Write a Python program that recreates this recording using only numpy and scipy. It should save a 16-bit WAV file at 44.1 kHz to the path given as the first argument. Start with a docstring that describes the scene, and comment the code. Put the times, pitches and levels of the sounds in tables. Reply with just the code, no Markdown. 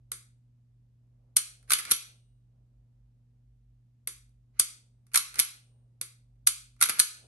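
"""A tick over faint mains hum and room tone: the trigger of a pistol resets, close to two microphone ports.
The striker then falls with a crack, and the slide is racked back and slams shut, in a small hard room.
Each contact is a few milliseconds of chatter that rings the modes of frame and slide; sliding steel is grit
through the same modes. Bench thuds, spring twang and soft low-mid noise swells lie under them; noise tails
are the room. A gain control ducks the loud passages."""
import sys
import numpy as np
from scipy import signal
from scipy.fft import rfft, irfft
from scipy.io import wavfile

SR = 44100
rng = np.random.default_rng(int(sys.argv[2]) if len(sys.argv) > 2 else 0)


def generate_wav(signal):
    """Clip the signal to [-1, 1] and save it as 16-bit WAV at the path in sys.argv[1]."""
    frames = np.transpose(np.atleast_2d(signal))
    scaled = np.clip(frames, -1, 1) * 32767
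    pcm = np.round(scaled).astype(np.int16)
    wavfile.write(sys.argv[1], SR, pcm)


N = 320607

# Quickly damped modes of the gripped pistol: (frequency [Hz], relative level [dB], t60 [s])
LOW_MODES = [(904, -7.5, 0.0088), (1130, -0.5, 0.012), (1395, 4.5, 0.012), (1720, 0.5, 0.011),
             (2069, 4, 0.011), (2379, 3.5, .008), (2804, -1.5, 0.011)]
MIDDLE_MODES = [(3185, 0.53, 0.0034), (3780, -2.5, 0.0069), (4263, 0, 0.0059), (4903, -0.34, 0.0058),
                (5350, 0.96, .004), (6060, -1, .006), (6270, -2, 0.0098), (7000, -2, 0.0027)]
HIGH_MODES = [(7550, -10, 0.0034), (7587, -11, 0.0063), (8623, 0.5, 0.002), (8580, -16.5, 0.011),
              (9557, 8, 0.003), (10100, -3.5, 0.0061), (10700, -4, 0.0084), (12260, -14.5, 0.0072),
              (15000, -4.5, .004)]
# The steel slide's clink and its long thin rings: (frequency [Hz], relative level [dB], t60 [s])
SLIDE_RINGS = [(11040, 4, 0.02), (11540, -5, 0.003), (11260, -23, .24), (9080, -49, 0.7), (8560, -57, .8),
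               (7800, -53, .7), (3870, -48, 1.2), (2862, -37, .9)]
# Small parts radiate little below: (low modes [Hz], middle modes [Hz], high modes [Hz], rings [Hz])
RADIATES_ABOVE_HZ = (700, 2411, 5900, 5930)
NEARNESS_DB = 14.5   # gain from a blow's energy to the level at the ports


def contacts():
    """Every contact is a short chatter that strikes all modes; rows: left, right, sound sent to the walls."""
    size = 3 * SR // 4
    mode_tables = (LOW_MODES, MIDDLE_MODES, HIGH_MODES, SLIDE_RINGS)
    groups = [radiated(modes, hz, size) for modes, hz in zip(mode_tables, RADIATES_ABOVE_HZ)]
    out = np.zeros((3, N + SR))
    ms = np.arange(1500) / SR * 1000
    for s, blow_db, low_db, middle_db, chatter_ms, ring_db, rise_ms in blows():
        shape = (1 - np.exp(-ms / rise_ms)) * np.exp(-(ms / chatter_ms) ** 2)
        chatter = grit(len(ms), uneven_db=2.5) * shape
        chatter /= np.sqrt(np.sum(chatter ** 2, axis=1, keepdims=True))
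        # each blow strikes the modes a little differently; neighbours swing in opposite directions
        strengths = [from_db(rng.normal(0, 1.5, len(g))) * alternating(len(g)) for g in groups]
        low, middle, high, rings = [strength @ group for strength, group in zip(strengths, groups)]
        lower = from_db(low_db) * low + from_db(middle_db) * middle
        upper = high + from_db(ring_db) * rings
        sound = at_ports(chatter, lower, upper)
        at = round(s * SR)
        gain = from_db(blow_db + NEARNESS_DB)
        out[:2, at:at + sound.shape[1]] += gain * sound
        # averaged over all directions the chatter leaves no colour
        out[2, at:at + size] += gain * (lower + upper)
    return out[:, :N]


# Voice of a contact: (low modes re blow [dB], middle modes re blow [dB], chatter [ms], ring re blow [dB])
RESET_VOICE = (-15, -8.5, 3.4, -7.5)
SLIP_VOICE = (-14, -10, 4.5, -13)
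STRIKER_VOICE = (-19, -9, 6, -9.5)
TICK_VOICE = (-8, -6, 4.5, -13)   # its lower modes are shifted by each tick's dullness
# Voices in the same columns, one row a stage: slack, unlock, barrel drops, striker catches
OPENING_VOICES = [(-14, -9, 2.5, -7), (-5, -3.5, 7.5, -10), (-8, -6.5, 8.5, -4), (-15.5, -2.8, 4.5, 0.4)]
# Likewise: barrel lifts, locks, slide seats
CLOSING_VOICES = [(-6, -4, 4, -6.5), (-14, -6, 4, -11), (-14, -4.7, 4.5, -0.6)]
# Knocks share only: (low modes re blow [dB], middle modes re blow [dB])
KNOCK_VOICE = (-4, -1.5)
# The trigger resets: (time [s], blow level [dB])
RESETS = [(0.1164, -20), (4.0728, -20), (6.012, -20)]
# The striker falls: (time [s], blow level [dB], sear slip level [dB], bench jolt level [dB])
STRIKER_FALLS = [(1.3645, -3.5, -19, -45), (4.5942, -3, -22, -40), (6.469, -2.2, -28, -46)]
# The slide is pulled open, four contacts a row: (time [s], blow level [dB])
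OPENINGS = [
    [(1.6976, -27.5), (1.7036, -14.5), (1.7166, -7.5), (1.7328, -4.5)],
    [(5.1345, -34), (5.1416, -16.5), (5.155, -6), (5.1726, -7)],
    [(6.8055, -32), (6.8108, -14.5), (6.8226, -4), (6.8355, -13)],
]
# The slide slams shut, three contacts a row: (time [s], blow level [dB])
CLOSINGS = [
    [(1.9049, -27), (1.9106, -9), (1.9151, -6.5)],
    [(5.385, -26), (5.3905, -8.5), (5.3965, -7)],
    [(6.986, -26), (6.993, -4.5), (6.997, 2.2)],
]
# Knocks while the slide travels: (time [s], blow level [dB], chatter [ms], ring re blow [dB])
KNOCKS = [(1.7843, -19, 19.5, 1), (1.85, -26.5, 5.0, -10), (5.146, -15.5, 3.4, -11), (5.341, -36, 4.6, -5),
          (5.355, -33, 3.7, -12), (6.8545, -21, 8.8, 4), (6.8874, -19, 1.9, 3), (6.893, -11, 9.6, 1.5)]
# Faint ticks as the hands settle: (time [s], blow level [dB], dullness as extra low-mode level [dB])
TICKS = [(1.6263, -56, -.4), (1.6758, -64, 13), (4.2908, -70, -4), (5.0657, -59.5, 2.2), (5.1157, -64, 17),
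         (6.3563, -84, 11), (6.763, -67, 9)]
SLIP_LEAD_S = .0032   # the sear slips this long before the striker lands
RISE_MS, STRIKER_RISE_MS = .57, 3   # how fast a chatter swells


def blows():
    """All contacts as rows (s, blow dB, low dB, middle dB, chatter ms, ring dB, rise ms)."""
    rows = [(s, db, *RESET_VOICE) for s, db in RESETS]
    rows += [(s - SLIP_LEAD_S, slip_db, *SLIP_VOICE) for s, _, slip_db, _ in STRIKER_FALLS]
    rows += staged(OPENINGS, OPENING_VOICES) + staged(CLOSINGS, CLOSING_VOICES)
    rows += [(s, db, *KNOCK_VOICE, ms, ring_db) for s, db, ms, ring_db in KNOCKS]
    low_db, middle_db, ms, ring_db = TICK_VOICE
    rows += [(s, db, low_db + dull_db, middle_db + dull_db / 2, ms, ring_db) for s, db, dull_db in TICKS]
    strikers = [(s, db, *STRIKER_VOICE, STRIKER_RISE_MS) for s, db, _, _ in STRIKER_FALLS]
    return [(*row, RISE_MS) for row in rows] + strikers


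LOWER_FOLLOWS, RING_FOLLOWS = .55, .05   # share of extra blow dB that reaches the lower modes and the ring


def staged(moves, voices):
    """Contacts of a repeated move share the voice of their stage; extra force goes mostly into the treble."""
    usual_db = np.mean(moves, axis=0)[:, 1]
    rows = []
    for move in moves:
        for (s, db), (low_db, middle_db, ms, ring_db), usual in zip(move, voices, usual_db):
            lower_shift = (LOWER_FOLLOWS - 1) * (db - usual)
            ring_shift = (RING_FOLLOWS - 1) * (db - usual)
            rows.append((s, db, low_db + lower_shift, middle_db + lower_shift, ms, ring_db + ring_shift))
    return rows


def rubbing():
    """Grit between sliding steel faces excites the same modes."""
    size = SR // 8
    t = np.arange(N) / SR
    out = np.zeros((2, N))
    high = radiated(HIGH_MODES + SLIDE_RINGS[:3], RADIATES_ABOVE_HZ[2], size)
    high = rms_one(alternating(len(high)) @ high)
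    low = radiated(LOW_MODES + MIDDLE_MODES, RADIATES_ABOVE_HZ[0], size)
    low = rms_one(alternating(len(low)) @ low)
    for stroke in strokes():
        s, treble_db, lower_db = np.transpose(stroke)
        span = np.flatnonzero((t >= s[0]) & (t < s[-1]))
        push = rms_one(grit(len(span), uneven_db=6.5)) / np.sqrt(size)
        treble = at_ports(push * from_db(np.interp(t[span], s, treble_db)), 0 * low, high)
        lower = at_ports(push * from_db(np.interp(t[span], s, lower_db)), low, 0 * high)
        sound = treble + lower
        out[:, span[0]:span[0] + sound.shape[1]] += sound[:, :N - span[0]]
    return out


# The slide rubs on its rails, harder with speed, one list a stroke: (time [s], treble level [dB])
RUB = [
    [(1.68, -72), (1.70, -53), (1.75, -47), (1.81, -50), (1.83, -58), (1.89, -47), (1.915, -44)],
    [(5.115, -76), (5.14, -63.5), (5.19, -53), (5.25, -62), (5.33, -71), (5.36, -53), (5.39, -46)],
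    [(6.79, -74), (6.81, -58), (6.86, -49), (6.92, -46), (6.96, -50), (6.98, -48.5), (6.995, -40)],
]
RUB_LOWER_DB = -.6   # lower modes re treble
# The trigger bar creeps before a slow break:
# (start [s], end [s], first level [dB], last level [dB], treble re lower modes [dB])
CREEP = (4.535, 4.592, -89, -67, -15)


def strokes():
    """Rubbing as rows (s, treble dB, lower modes dB), one list a stroke."""
    start, end, first_db, last_db, treble_db = CREEP
    slide = [[(s, db, db + RUB_LOWER_DB) for s, db in stroke] for stroke in RUB]
    creep = [(start, first_db + treble_db, first_db), (end, last_db + treble_db, last_db)]
    return slide + [creep]


# The slide's travel felt through the bench: (low edge [Hz], high edge [Hz], level re rubbing [dB])
RUB_RUMBLE = (70, 560, -11)


def travel_rumble():
    """Low noise that follows the rubbing of the slide."""
    low_hz, high_hz, level_db = RUB_RUMBLE
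    t, gain = np.arange(N) / SR, np.zeros(N)
    for stroke in RUB:
        s, rub_db = np.transpose(stroke)
        gain += from_db(np.interp(t, s, rub_db + level_db, left=-200, right=-200))
    band = signal.butter(2, [low_hz, high_hz], "band", fs=SR, output="sos")
    rumble = signal.sosfilt(band, gain * rng.standard_normal(N) + 1e-18)
    return rumble * np.sqrt(SR / 2 / (high_hz - low_hz))   # makes up for the narrow band


# Push through the bench, lows arriving last: (start pitch [Hz], end pitch [Hz], glide [ms], t60 [ms])
THUD = (620, 70, 4.6, 58)
# The hands jolt the bench as the slide moves: (time [s], level [dB])
RACK_JOLTS = [(1.715, -44), (1.915, -33), (5.157, -44), (5.398, -40), (6.825, -43), (6.894, -34),
              (6.998, -36)]
RESET_JOLT_DB = -43   # re the reset's blow
JOLT_LAG_S = .0035   # the bench answers the striker this much later


def thuds():
    """Dull pushes whose pitch drops at once."""
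    start_hz, end_hz, glide_ms, t60_ms = THUD
    ms = np.arange(SR // 5) / SR * 1000
    hz = end_hz + (start_hz - end_hz) * np.exp(-ms / glide_ms)
    push = np.sin(2 * np.pi * np.cumsum(hz) / SR) * from_db(-60 * ms / t60_ms)
    jolts = np.zeros(N)
    reset_jolts = [(s, db + RESET_JOLT_DB) for s, db in RESETS]
    striker_jolts = [(s + JOLT_LAG_S, db) for s, _, _, db in STRIKER_FALLS]
    for s, level_db in reset_jolts + striker_jolts + RACK_JOLTS:
        jolts[round(s * SR)] = from_db(level_db)
    return signal.fftconvolve(jolts, push)[:N]


# Trigger spring coil modes: (frequency [Hz], relative level [dB], t60 [s])
SPRING_MODES = [(370, -6.5, 0.2), (500, -2.5, 0.08), (790, -7, .07), (1060, -4, .07)]
SPRING_DB = -35   # pluck re the reset's blow


def spring():
    """Low coil modes of the trigger spring twang after each reset."""
    plucks = np.zeros(N)
    for s, blow_db in RESETS:
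        plucks[round(s * SR)] = from_db(blow_db + SPRING_DB)
    return signal.fftconvolve(plucks, decays(SPRING_MODES, SR // 3).sum(0))[:N]


# Decay of the room by pitch: (frequency [Hz], t60 [s])
ROOM_T60 = [(300, 0.36), (1200, 0.34), (3000, 0.37), (6000, 0.345), (9000, .31), (12000, 0.225)]
# Tone colour of the reverberant tail, dull above 12 kHz: (frequency [Hz], relative level [dB])
TAIL_COLOUR = [(300, -9), (1000, 1), (3000, 3), (7000, -2), (10000, -5), (11800, -2.5), (13000, -37.5)]
ROOM_DB, ROOM_ALIKE = -3.5, .3   # tail energy, share of it common to both ports
NEAR_DB, NEAR_T60_S = 7, 0.043   # reflections off bench and tray, re the room tail


def room(x):
    """Diffuse reflections: noise that dies at a rate of its own in each band, partly shared by the ports."""
    size = int(.7 * SR)
    t = np.arange(size) / SR
    edges = 200 * 2 ** np.arange(0, 6.6, .5)   # half-octave bands
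    noise = rng.standard_normal((3, size))
    shared = np.array([noise[2], np.roll(noise[2], PORT_LAG)])
    noise = np.sqrt(1 - ROOM_ALIKE) * noise[:2] + np.sqrt(ROOM_ALIKE) * shared
    tail = 0
    for low, high in zip(edges, edges[1:]):
        t60 = at_hz(ROOM_T60, np.sqrt(low * high))
        sos = signal.butter(2, [low, high], "band", fs=SR, output="sos")
        band = signal.sosfilt(sos, np.roll(noise, round(low), axis=1))   # unrelated in neighbouring bands
        tail = tail + band * (from_db(-60 * t / t60) + from_db(NEAR_DB - 60 * t / NEAR_T60_S))
    tail = tail * (1 - np.exp(-t / .006))   # reflections build up
    hz = np.arange(size // 2 + 1) * SR / size
    tail = irfft(rfft(tail) * from_db(at_hz(TAIL_COLOUR, hz)), size)
    tail = tail * np.cos(np.pi / 2 * t * SR / size)   # and die out fully
    tail = from_db(ROOM_DB) * rms_one(tail) / np.sqrt(size)
    return signal.fftconvolve(x[:1], tail, axes=1)[:, :N]


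# Soft low-mid noise that swells around the blows: (time [s], level [dB])
LOW_SWELLS = [(0.0, -89), (0.95, -92), (1.25, -82), (1.6, -80), (1.9, -77), (2.13, -76), (2.23, -92),
              (2.62, -85.5), (3.5, -94), (4.4, -91), (4.68, -79), (4.98, -88), (5.59, -79), (6.2, -88),
              (6.75, -91), (7.01, -75), (7.27, -72)]
# Its band: (low edge [Hz], high edge [Hz])
LOW_SWELLS_BAND = (256, 700)


def low_swells():
    """Patchy band-passed noise, partly shared by the ports."""
    s, level_db = np.transpose(LOW_SWELLS)
    band = signal.butter(2, LOW_SWELLS_BAND, "band", fs=SR, output="sos")
    mid, side = signal.sosfilt(band, rng.standard_normal((2, N)))
    gain = from_db(np.interp(np.arange(N) / SR, s, level_db) + 1.5 * drift(8.0))
    return gain * rms_one(mid + .6 * side * np.array([[1], [-1]]))


# Mains lines: (frequency [Hz], level [dB rms], waver [dB])
HUM_LINES = [(119.8, -62, .8), (240, -83, 1)]
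# A narrow rumble below them: (centre [Hz], width [Hz], level [dB rms])
RUMBLE = (50, 4.2, -68)


def hum():
    """Mains lines that waver a little, and a narrow noise rumble below them; a touch louder on the right."""
    t = np.arange(N) / SR
    lines = np.zeros(N)
    for hz, level_db, waver_db in HUM_LINES:
        level = np.sqrt(2) * from_db(level_db + waver_db * drift(1.6))
        lines += level * np.sin(2 * np.pi * hz * t + .3 * drift(1.1))
    hz, width_hz, level_db = RUMBLE
    band = signal.butter(1, [hz - width_hz / 2, hz + width_hz / 2], "band", fs=SR, output="sos")
    rumble = signal.sosfilt(np.vstack([band, band]), rng.standard_normal(N + SR))[SR:]
    return (lines + from_db(level_db) * rms_one(rumble)) * from_db([[-.4], [.4]])


# Colour of the room tone: (frequency [Hz], relative density [dB])
FLOOR = [(25, -19.5), (60, -10.5), (90, -12.5), (160, -20.5), (220, -20), (320, -31.5), (600, -42),
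         (1000, -46), (3000, -49.5), (10000, -54.5), (16000, -64.5)]
# Left-right likeness of the room tone: (frequency [Hz], correlation [-1 to 1])
FLOOR_ALIKE = [(60, 0.82), (200, .85), (350, .6), (650, 0.12)]
FLOOR_DB = -72   # rms


def room_tone():
    """Steady noise, alike at both ports in the bass only."""
    hz = np.arange(N // 2 + 1) * SR / N
    mid, side = rfft(rng.standard_normal((2, N))) * from_db(at_hz(FLOOR, hz))
    alike = at_hz(FLOOR_ALIKE, hz)
    both = irfft(np.sqrt(1 + alike) * mid + np.sqrt(1 - alike) * side * [[1], [-1]], N)
    return from_db(FLOOR_DB) * rms_one(both)


PORT_LAG = 15   # samples by which the treble reaches the right port later
LOW_ALIKE, LOW_LEAD = .55, 3   # lower modes: left-right likeness, samples by which the right port leads
RIGHT_DB, RIGHT_LOW_DB = 1.5, 4.5   # right port's gain for treble and lower modes


def at_ports(excite, low, high):
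    """Treble reaches the right port a little late; lower modes radiate differently towards each port."""
    right_excite = LOW_ALIKE * excite[0] + np.sqrt(1 - LOW_ALIKE ** 2) * excite[1]
    treble = signal.fftconvolve(excite[0], high)
    left = treble + delayed(signal.fftconvolve(excite[0], low), LOW_LEAD)
    right_treble = from_db(RIGHT_DB) * delayed(treble, PORT_LAG)
    right_low = from_db(RIGHT_LOW_DB) * signal.fftconvolve(right_excite, low)
    return np.array([left, right_treble + right_low])


def grit(size, uneven_db):
    """Dense micro-contacts of uneven size and random sign; two unrelated rows."""
    sizes = from_db(uneven_db * np.minimum(rng.exponential(1, (2, size)), 4))
    return sizes * rng.choice([-1, 1], (2, size))


DULL_HZ = 12200   # the contacts are dull above this


def radiated(modes, low_hz, size):
    """Mode answers without their bass and treble skirts, scaled to unit energy together."""
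    band = signal.butter(3, [low_hz, DULL_HZ], "band", fs=SR, output="sos")
    rows = signal.sosfilt(band, decays(modes, size))
    return rows / np.sqrt(np.sum(rows ** 2))


def decays(modes, size):
    """One decaying sine a row: the answer of each mode to a unit click, faded out at the end."""
    hz, level_db, t60 = np.transpose(modes)[:, :, None]
    t = np.arange(size) / SR
    fade = np.cos(np.pi / 2 * (t * SR / size) ** 2)
    return from_db(level_db - 60 * t / t60) * np.sin(2 * np.pi * hz * t) * fade


def alternating(count):
    """Signs +1, -1, +1 and so on."""
    return (-1) ** np.arange(count)


def drift(rate):
    """Slow random wander of rms 1, low-passed near a rate in Hz."""
    step = 40   # samples between drawn points
    r = np.exp(-2 * np.pi * rate * step / SR)
    noise = rng.standard_normal(N // step + 2002)
    slow = signal.lfilter([1], [1, -2 * r, r * r], noise)[2000:]
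    return np.interp(np.arange(N) / step, np.arange(len(slow)), rms_one(slow))


def smooth(x, ms):
    """One-pole low-pass with a time constant in ms."""
    r = np.exp(-1000 / (ms * SR))
    return signal.lfilter([1 - r], [1, -r], x)


def delayed(x, count):
    """Shift later by whole samples."""
    return np.concatenate([np.zeros(count), x[:len(x) - count]])


def at_hz(points, hz):
    """Read a (Hz, value) table on a log-frequency axis."""
    table = np.array(points)
    return np.interp(np.log(np.maximum(hz, 1)), np.log(table[:, 0]), table[:, 1])


def from_db(db):
    """Amplitude factor of a level in dB."""
    return 10 ** (np.asarray(db) / 20)


def rms_one(x):
    """Scale to an rms of 1."""
    return x / np.sqrt(np.mean(x ** 2) + 1e-20)


def scene():
    """Direct sound of all sources, the room's answer to the pistol and bench, and the background."""
    struck, rubbed = contacts(), rubbing()
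    jolted = thuds() + spring() + travel_rumble()
    direct = struck[:2] + rubbed + jolted * from_db([[-1.5], [1.5]])
    reflected = room(struck[2:] + rubbed[:1] + jolted)
    return direct + reflected + hum() + low_swells() + room_tone()


# Ducking: (threshold [dB], cut per dB over it [dB], level meter [ms], gain smoothing [ms])
GAIN_CONTROL = (-40.5, 0.4372, 10.5, 69)
MIC_LOW_HZ, CUTOFF_HZ = 34.2, 16800   # bottom and top cuts
TOP = .98   # ceiling that the peaks bend towards


def record(dry):
    """Gain control ducks under loud passages and recovers; bottom and top are cut."""
    threshold_db, slope, meter_ms, smoothing_ms = GAIN_CONTROL
    level_db = 10 * np.log10(smooth(np.mean(dry ** 2, axis=0), meter_ms) + 1e-12)
    over_db = np.maximum(level_db - threshold_db, 0)
    ducked = dry * from_db(-slope * smooth(over_db, smoothing_ms))
    ducked = signal.sosfilt(signal.butter(4, MIC_LOW_HZ, "high", fs=SR, output="sos"), ducked)
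    rounded = TOP * np.tanh(ducked / TOP)   # the sharpest peaks are rounded
    return signal.sosfilt(signal.cheby2(12, 80, CUTOFF_HZ, fs=SR, output="sos"), rounded)


dry = scene()
out = record(dry)
generate_wav(out)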